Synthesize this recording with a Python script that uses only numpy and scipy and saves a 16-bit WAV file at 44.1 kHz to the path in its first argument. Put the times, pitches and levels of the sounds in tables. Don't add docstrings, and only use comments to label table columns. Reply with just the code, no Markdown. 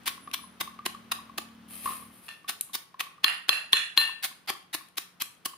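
import sys
import numpy as np
from scipy import signal
from scipy.fft import rfft, irfft, next_fast_len
from scipy.io import wavfile
from scipy.ndimage import map_coordinates

SR = 44100
rng = np.random.default_rng(int(sys.argv[2]) if len(sys.argv) > 2 else 0)


def output_pcm(signal):
    pcm = np.clip(np.atleast_2d(signal).T, -1, 1) * 32767
    wavfile.write(sys.argv[1], SR, np.round(pcm).astype(np.int16))


N = 245637
TIME = np.arange(N) / SR


def amp(db):
    return 10 ** (np.asarray(db) / 20)


def unit(x):
    return x / np.sqrt(np.mean(x ** 2) + 1e-20)


def along(points, hz):
    point_hz, value = np.transpose(points)
    return np.interp(np.log(hz + 1), np.log(point_hz + 1), value)


def curves(rows):
    time_s, *columns = np.transpose(rows)
    return [np.interp(TIME, time_s, column) for column in columns]


def wobble(rate, size=N):
    knots = rng.standard_normal(int(size * rate / SR) + 4)
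    return map_coordinates(knots, [np.arange(size) * rate / SR])


def swell(start, peak, rise_db_per_s, fall_db_per_s):
    db = np.minimum(rise_db_per_s * (TIME - peak), fall_db_per_s * (peak - TIME))
    onset = np.clip((TIME - start) / .005, 0, 1)
    return onset * amp(db)


def add(track, s, x):
    i = max(round(s * SR), 0)
    track[..., i:i + x.shape[-1]] += x[..., :N - i]


def pan(db):
    return amp([[db / 2], [-db / 2]])


# frequency_hz, correlation (-1 to 1)
STEREO_LIKENESS = [(100, 0.53), (600, 0.65), (1500, 0.25), (4000, 0.6), (8000, -0.33), (14000, 0.036)]


def noise(spectrum, size, tilt_db=0, spiky=0, uneven_db=0):
    hz = np.fft.rfftfreq(size, 1 / SR)
    spikes = np.exp(spiky * rng.standard_normal(size).clip(-2, 2))
    white = rng.standard_normal((2, size)) * spikes
    ripple = map_coordinates(rng.standard_normal(size=100), [hz / 260])
    octaves = np.log2(np.maximum(hz, 1000) / 1000)
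    gain = amp(along(spectrum, hz) + tilt_db * octaves / 2 + uneven_db * ripple)
    turn = np.arccos(np.clip(along(STEREO_LIKENESS, hz), -1, 1)) / 2
    mid, side = irfft(rfft(white) * gain * [np.cos(turn), np.sin(turn)], size)
    return unit(np.array([mid + side, mid - side]))


# frequency_hz, t60_s
KITCHEN_DECAY = [(150, 0.43), (1000, 0.42), (2800, 0.38), (6000, 0.35), (10000, 0.34), (15000, 0.24)]


def echo(x, build=0.0019, gap=0.0041, wall_db=-15, wall_s=.0375):
    hz, t, grains = signal.stft(rng.standard_normal((2, SR * 2 // 5)), SR, nperseg=256)
    uneven_db = rng.normal(0, 1.7, (len(hz), 1)) * (hz[:, None] > 1500)
    decay_db = -60 * t / along(KITCHEN_DECAY, hz)[:, None]
    tail = signal.istft(grains * amp(uneven_db + decay_db), SR, nperseg=256)[1]
    since_gap = np.maximum(np.arange(tail.shape[1]) / SR - gap, 0)
    tail = tail * (1 - np.exp(-since_gap / build))
    tail = tail / np.linalg.norm(tail[0])
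    tail[:, round(wall_s * SR)] += amp(wall_db)
    return signal.fftconvolve(x, tail, axes=1)


def room(x, wet_db):
    wet = amp(wet_db) * echo(x)
    return wet + np.pad(x, [(0, 0), (0, wet.shape[1] - x.shape[1])])


# frequency_hz, relative_density_db (per Hz)
AIR_SPECTRUM = [(15, -57), (25, -19), (173, 3), (537, -7.5), (970, -6), (1110, -2.5), (1530, -5.5),
                (1800, -7.5), (3260, -11.5), (6550, -22), (7500, -27), (9810, -18.5), (10600, -30),
                (15500, -22.5)]
# time_s, level_db
AIR_LEVEL = [(0, -57.5), (2.1, -57.5), (2.45, -62.5), (5.57, -64.5)]


def room_air():
    drone = amp(-72.0 + 1 * wobble(3.7)) * np.sin(2 * np.pi * 181 * TIME + 0.64 * wobble(3.7))
    air_db, = curves(AIR_LEVEL)
    return drone + amp(air_db + wobble(7.1)) * noise(AIR_SPECTRUM, N)


# shaft_multiple, relative_level_db
MOTOR_PARTIALS = [(2, -19), (3, -20), (4, -43), (5, -9.5), (6, -3.5), (7, -15.5), (8, -19), (9, -30)]
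SHAFT_HZ, SHAFT_SAG_HZ_PER_S, SHAFT_WAVER_HZ = 38.15, .25, 0.12
MOTOR_OFF_S, MOTOR_DB, MOTOR_RISE_DB_PER_S, MOTOR_FALL_DB_PER_S = 2.115, -49, 2, 128


def motor():
    shaft_hz = SHAFT_HZ - SHAFT_SAG_HZ_PER_S * TIME + SHAFT_WAVER_HZ * wobble(4.85)
    angle = 2 * np.pi * np.cumsum(shaft_hz) / SR
    hum = np.zeros(N)
    for multiple, db in MOTOR_PARTIALS:
        phase = rng.uniform(0, 2 * np.pi)
        hum += amp(db + 2.5 * wobble(4)) * np.sin(round(multiple) * angle + phase)
    return amp(MOTOR_DB) * swell(0, MOTOR_OFF_S, MOTOR_RISE_DB_PER_S, MOTOR_FALL_DB_PER_S) * hum


# frequency_hz, relative_density_db (per Hz)
SKIN_SPECTRUM = [(240, -43), (400, -10), (796, -7), (1020, -9), (1170, 2), (1540, -14), (1660, -1),
                 (3110, -2.5), (6380, -12), (6990, -14), (9950, 3), (15500, -8)]
# first_touch_s, greatest_speed_s, gain_db
HAND_SLIDES = [(1.679, 1.893, -39), (2.115, 2.27, -56.5)]
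SLIDE_RISE_DB_PER_S, SLIDE_FALL_DB_PER_S = 62, 131
# first_touch_s, greatest_pressure_s, gain_db
WALL_GRAZES = [(0.147, 0.245, -58.5), (0.383, 0.454, -51)]
GRAZE_RISE_DB_PER_S, GRAZE_FALL_DB_PER_S = 150, 330


def sliding():
    speed, pressure, song = np.zeros((3, N))
    for start, peak, db in HAND_SLIDES:
        speed += amp(db) * swell(start, peak, SLIDE_RISE_DB_PER_S, SLIDE_FALL_DB_PER_S)
    jerks_db = 2.2 * wobble(45) + 2.2 * wobble(300)
    hiss = noise(SKIN_SPECTRUM, N, tilt_db=2, spiky=.8, uneven_db=2)
    for start, peak, db in WALL_GRAZES:
        pressure += amp(db) * swell(start, peak, GRAZE_RISE_DB_PER_S, GRAZE_FALL_DB_PER_S)
    for hz, db in [(10030, -7), (10890, -2)]:
        song += amp(db + 5 * wobble(30)) * np.sin(2 * np.pi * hz * TIME + 1.5 * wobble(90))
    return room(speed * amp(jerks_db) * hiss + pressure * song, wet_db=-4)[:, :N]


# frequency_hz, relative_density_db (per Hz)
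SEED_SPECTRUM = [(300, -59), (1500, -26), (2700, -0.5), (5000, -10), (7500, -3.5), (10000, 3), (13000, 2),
                 (15000, -22.5)]
# time_s, gain_db, treble_tilt_db (per two octaves above 1 kHz)
SEED_SNAPS = [(.314, -36, -24), (.8618, -18.5, -10), (2.61, -18, 6), (2.9955, -34, -22), (4.5013, -25, -2),
              (5.2206, -19, -3)]


def snapping(size=1024, count=36):
    out, crumbs = np.zeros((2, 2, N))
    t = np.arange(size) / SR
    for s, db, tilt_db in SEED_SNAPS:
        burst = np.exp(-t / 0.0021) * noise(SEED_SPECTRUM, size, tilt_db, spiky=.3)
        add(out, s, room(amp(db) * burst, wet_db=-11.5))
    for when, strength in rng.random((count, 2)):
        tick = np.exp(-t / .0012) * noise(SEED_SPECTRUM, size, tilt_db=-12, uneven_db=5)
        add(crumbs, when * N / SR, amp(-59 + 11 * strength) * tick)
    return out + room(crumbs, wet_db=-11.5)[:, :N]


# frequency_hz, relative_density_db (per Hz)
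CRUNCH_SPECTRUM = [(100, -26.5), (520, -22), (760, -4.5), (1100, -7), (1450, -1.5), (1850, 0.5),
                   (3200, 1.5), (4700, -2.5), (6000, -7.5), (7700, -11.5), (9600, -3.5), (11000, -9),
                   (15000, -7.5)]
# frequency_hz, relative_density_db (per Hz)
THUD_SPECTRUM = [(25, -55.5), (70, -9), (190, -6), (340, 6.5), (520, -11.5), (760, 1.5), (1200, -5.5),
                 (3000, -52)]


def hollow(hz, swell=0.0038, size=2048):
    t = np.arange(size) / SR
    shape = (t / swell) ** 2 * np.exp(2 * (1 - t / swell))
    tone = np.sin(2 * np.pi * hz * t + np.array([[0], [.7]]))
    light_crunch = amp(-12) * noise(CRUNCH_SPECTRUM, size, tilt_db=-12)
    contact = light_crunch + amp(-15) * noise(THUD_SPECTRUM, size)
    return shape * tone + np.exp(-t / 0.0031) * contact


CUP_HZ, CUP_SCATTER = 1116.3, .03


def cup_note(db):
    hz = CUP_HZ * np.exp(rng.normal(0, CUP_SCATTER))
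    return room(amp(db) * hollow(hz), wet_db=-8)


# time_s, gain_db
MORTAR_KNOCKS = [(0.178, -41.5), (0.2754, -33.5), (0.39, -40), (0.4391, -40.5), (0.6756, -33),
                 (0.7906, -33), (0.9472, -34.5), (1.1883, -37.5), (1.296, -39), (2.0249, -40),
                 (2.4453, -42.5), (2.6948, -47), (2.9433, -40), (3.068, -39.5), (3.1815, -46),
                 (4.0918, -35), (4.313, -46), (4.5521, -45.5), (4.8085, -43.5), (5.535, -41)]
RATTLE_S, RATTLE_DB, RATTLE_GAP_S, RATTLE_LOSS_DB = 1.859, -21, .0155, 3.3


def rocking(count=5):
    out = np.zeros((2, N))
    rattle = [(RATTLE_S + k * RATTLE_GAP_S, RATTLE_DB - k * RATTLE_LOSS_DB) for k in range(count)]
    for s, db in [*MORTAR_KNOCKS, *rattle]:
        add(out, s - .001, cup_note(db))
    return out


# frequency_hz, relative_level_db, t60_s
WALL_MODES = [(1135, -21, .3), (1452, -24, .28), (1795, -7, .35), (2574, -18, .3), (2695, -13, .33),
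              (2767, -13, .31), (2890, -15, .28), (3358, -19, .2), (4137, 4.5, .24), (4615, -17, .22),
              (7275, -28, .33), (10030, -13, .25), (10890, -21, .28), (12010, -27, .18), (12673, -15, .24),
              (14950, -20, .22)]


def ring(soft_db=0, size=SR * 2 // 5):
    t = np.arange(size) / SR
    out = np.zeros((2, size))
    for hz, db, t60 in WALL_MODES:
        phase = rng.uniform(0, 2 * np.pi) + rng.normal(0, .4, (2, 1))
        strength_db = db + rng.normal(0, 1.2) - soft_db * np.log2(max(hz / 1800, 1))
        out += amp(strength_db - 60 * t / t60) * np.sin(2 * np.pi * hz * t + phase)
    return out * (1 - np.exp(-t / 0.00075))


# frequency_hz, width_hz, relative_level_db, extra_gain_into_room_db
PRESSED_MODES = [(1190, 490, -25.5, 4), (1828, 210, -9.5, 5.5), (2753, 140, -6, 8), (3363, 307, 6.5, -9),
                 (4090, 92, -5.5, -10), (4370, 220, -7.5, -3.5), (6100, 170, -26.5, -25),
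                 (6830, 570, -27.5, 12), (9020, 940, -12, 1.5), (10060, 67, -27.5, 11),
                 (11400, 180, -15.5, -25), (12650, 130, -18, -6.5), (14930, 260, -13.5, -14)]


def crack(chatter=0.0029, chatter_db=-19, size=2048):
    t = np.arange(size) / SR
    force = amp(chatter_db) * np.exp(-t / chatter) * rng.standard_normal((2, size))
    force[:, 0] += 1
    near, thrown = np.zeros((2, 2, size))
    for hz, width, db, room_db in PRESSED_MODES:
        phase = rng.normal(0, 1.0, (2, 1))
        mode = amp(db) * np.exp(-np.pi * width * t) * np.sin(2 * np.pi * hz * t + phase)
        near += mode
        thrown += amp(room_db) * mode
    cracks = [signal.fftconvolve(force, body, axes=1) for body in (near, thrown)]
    bass_cut = signal.butter(2, 800, "highpass", fs=SR, output="sos")
    return signal.sosfilt(bass_cut, cracks)


# time_s, crack_gain_db (before a 3 dB cut), ring_gain_db
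RIM_TAPS = [(1.86, -47, -40), (1.906, -40, -43), (2.283, -34.5, -43), (2.2888, -30, -41)]


def leaning():
    out = np.zeros((2, N))
    for s, crack_db, ring_db in RIM_TAPS:
        _, thrown = crack()
        add(out, s, room(amp(crack_db - 3) * thrown, wet_db=-1))
        add(out, s, amp(ring_db) * ring(soft_db=14))
    return out


# time_s, crack_gain_db, ring_gain_db, thump_gain_db
STEEL_CLANGS = [(3.2435, -10, -30, -41), (3.4923, -11.5, -28.5, -33.5), (3.7314, -9.5, -25.5, -32),
                (3.9755, -11, -19, -55)]
FOOT_HZ = 397


def clanging():
    out = np.zeros((2, N))
    t = np.arange(SR // 10) / SR
    bounce = np.exp(-t / 0.007) * np.sin(2 * np.pi * FOOT_HZ * t)
    push = (1 - t / .003) * np.exp(-t / 0.0013) + amp(-3) * bounce
    for s, crack_db, ring_db, thump_db in STEEL_CLANGS:
        near, thrown = crack()
        add(out, s, amp(crack_db) * near)
        add(out, s, amp(crack_db - 4.5) * echo(thrown, build=0.041, wall_db=-6))
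        add(out, s, room(amp(ring_db) * ring(), wet_db=-9))
        add(out, s, amp(thump_db) * room(np.array([push, push]), wet_db=-11.5))
    return out


def crush(db, rise, fall, tilt_db, thud_db, size=4096):
    t = (np.arange(size) - size // 2) / SR
    touch = np.clip((t + rise) / .005, 0, 1)
    squeeze_db = -17 * np.abs(t / rise) ** 1.07
    release_db = -14 * np.abs(t / fall) ** 1.17
    press = touch * amp(np.where(t < 0, squeeze_db, release_db))
    clumps = amp(1.8 * wobble(700, size))
    grains = noise(CRUNCH_SPECTRUM, size, tilt_db, spiky=.55, uneven_db=2.2)
    crunch = amp(db) * press * clumps * grains * pan(db=-1)
    thud = amp(thud_db) * np.exp(-np.abs(t - .002) / 0.0045) * noise(THUD_SPECTRUM, size)
    return room(crunch + thud, wet_db=-10.5)


# bottom_s, crunch_gain_db, squeeze_s (first touch to bottom),
# treble_tilt_db (per two octaves above 1 kHz), thud_gain_db, hollow_gain_db
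FOOD_BLOWS = [(.078, -22.5, 0.023, .5, -45.5, -29), (.343, -24, 0.013, 2, -54, -33.5),
              (.612, -23, 0.013, -0.5, -37.5, -28.5), (0.8628, -24.5, 0.012, -2, -34.5, -29.5),
              (1.1209, -21, 0.0087, -1.5, -55, -27), (1.383, -24.5, 0.0086, 2, -33.5, -30.5),
              (2.495, -24.5, .018, 3, -41, -35), (2.753, -25, 0.023, 3.5, -47, -36),
              (3.008, -25, 0.017, -.5, -47.5, -28.5), (4.248, -23, .025, 1.5, -49, -44),
              (4.501, -25, 0.029, -4.5, -33, -29), (4.749, -24.5, 0.022, 2, -38, -40),
              (4.983, -24, 0.015, 2.5, -46, -38), (5.22, -26, 0.022, 2, -49, -35),
              (5.46, -22.5, .012, 7, -44.5, -30.5)]
FALL_S = 0.0067
FRESH_FALL_S, FRESH_LEFT, PAUSE_S = 0.0088, 0.22, .6
FILM_DB, FILM_SQUEEZE_S, FILM_TILT_DB, FILM_THUD_DB, FILM_HOLLOW_DB = -27.5, .014, -2.5, -37.5, -25


def pounding(size=4096):
    out = np.zeros((2, N))
    lead = size // 2 / SR
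    last, loose = -np.inf, 1
    for s, db, rise, tilt_db, thud_db, hollow_db in FOOD_BLOWS:
        loose = 1 if s - last > PAUSE_S else loose * FRESH_LEFT
        last = s
        fall = FALL_S + FRESH_FALL_S * loose
        add(out, s - lead, crush(db, rise, fall, tilt_db, thud_db, size=size))
        add(out, s, amp(db - 26.5) * ring(soft_db=8.5, size=SR // 4))
        add(out, s - .002, cup_note(hollow_db))
    for s, *_ in STEEL_CLANGS:
        film = crush(FILM_DB, FILM_SQUEEZE_S, FALL_S, FILM_TILT_DB, FILM_THUD_DB, size=size)
        add(out, s + .0015 - lead, film)
        add(out, s, cup_note(FILM_HOLLOW_DB))
    return out


def scene():
    background = room_air() + motor()
    handling = sliding() + snapping() + rocking() + leaning()
    return background + handling + clanging() + pounding()


# frequency_hz, left_minus_right_db
PORT_BALANCE = [(100, 0.5), (3000, 1.5), (4500, 1.5), (8000, 1.5), (10000, 9), (11200, -8.5), (12500, 10.5),
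                (15000, 2.5)]
TOP_HZ = 15400


def record(dry):
    size = next_fast_len(N + 8192)
    hz = np.fft.rfftfreq(size, 1 / SR)
    lean_db = along(PORT_BALANCE, hz) / 2
    heard = irfft(rfft(dry, size) * amp([lean_db, -lean_db]), size)
    rounded = heard / (1 + np.abs(heard / .9) ** 6) ** (1 / 6)
    band_limit = 1 / np.sqrt(1 + (hz / TOP_HZ) ** 160)
    return irfft(rfft(rounded) * band_limit, size)[:, :N]


dry = scene()
out = record(dry)
output_pcm(out)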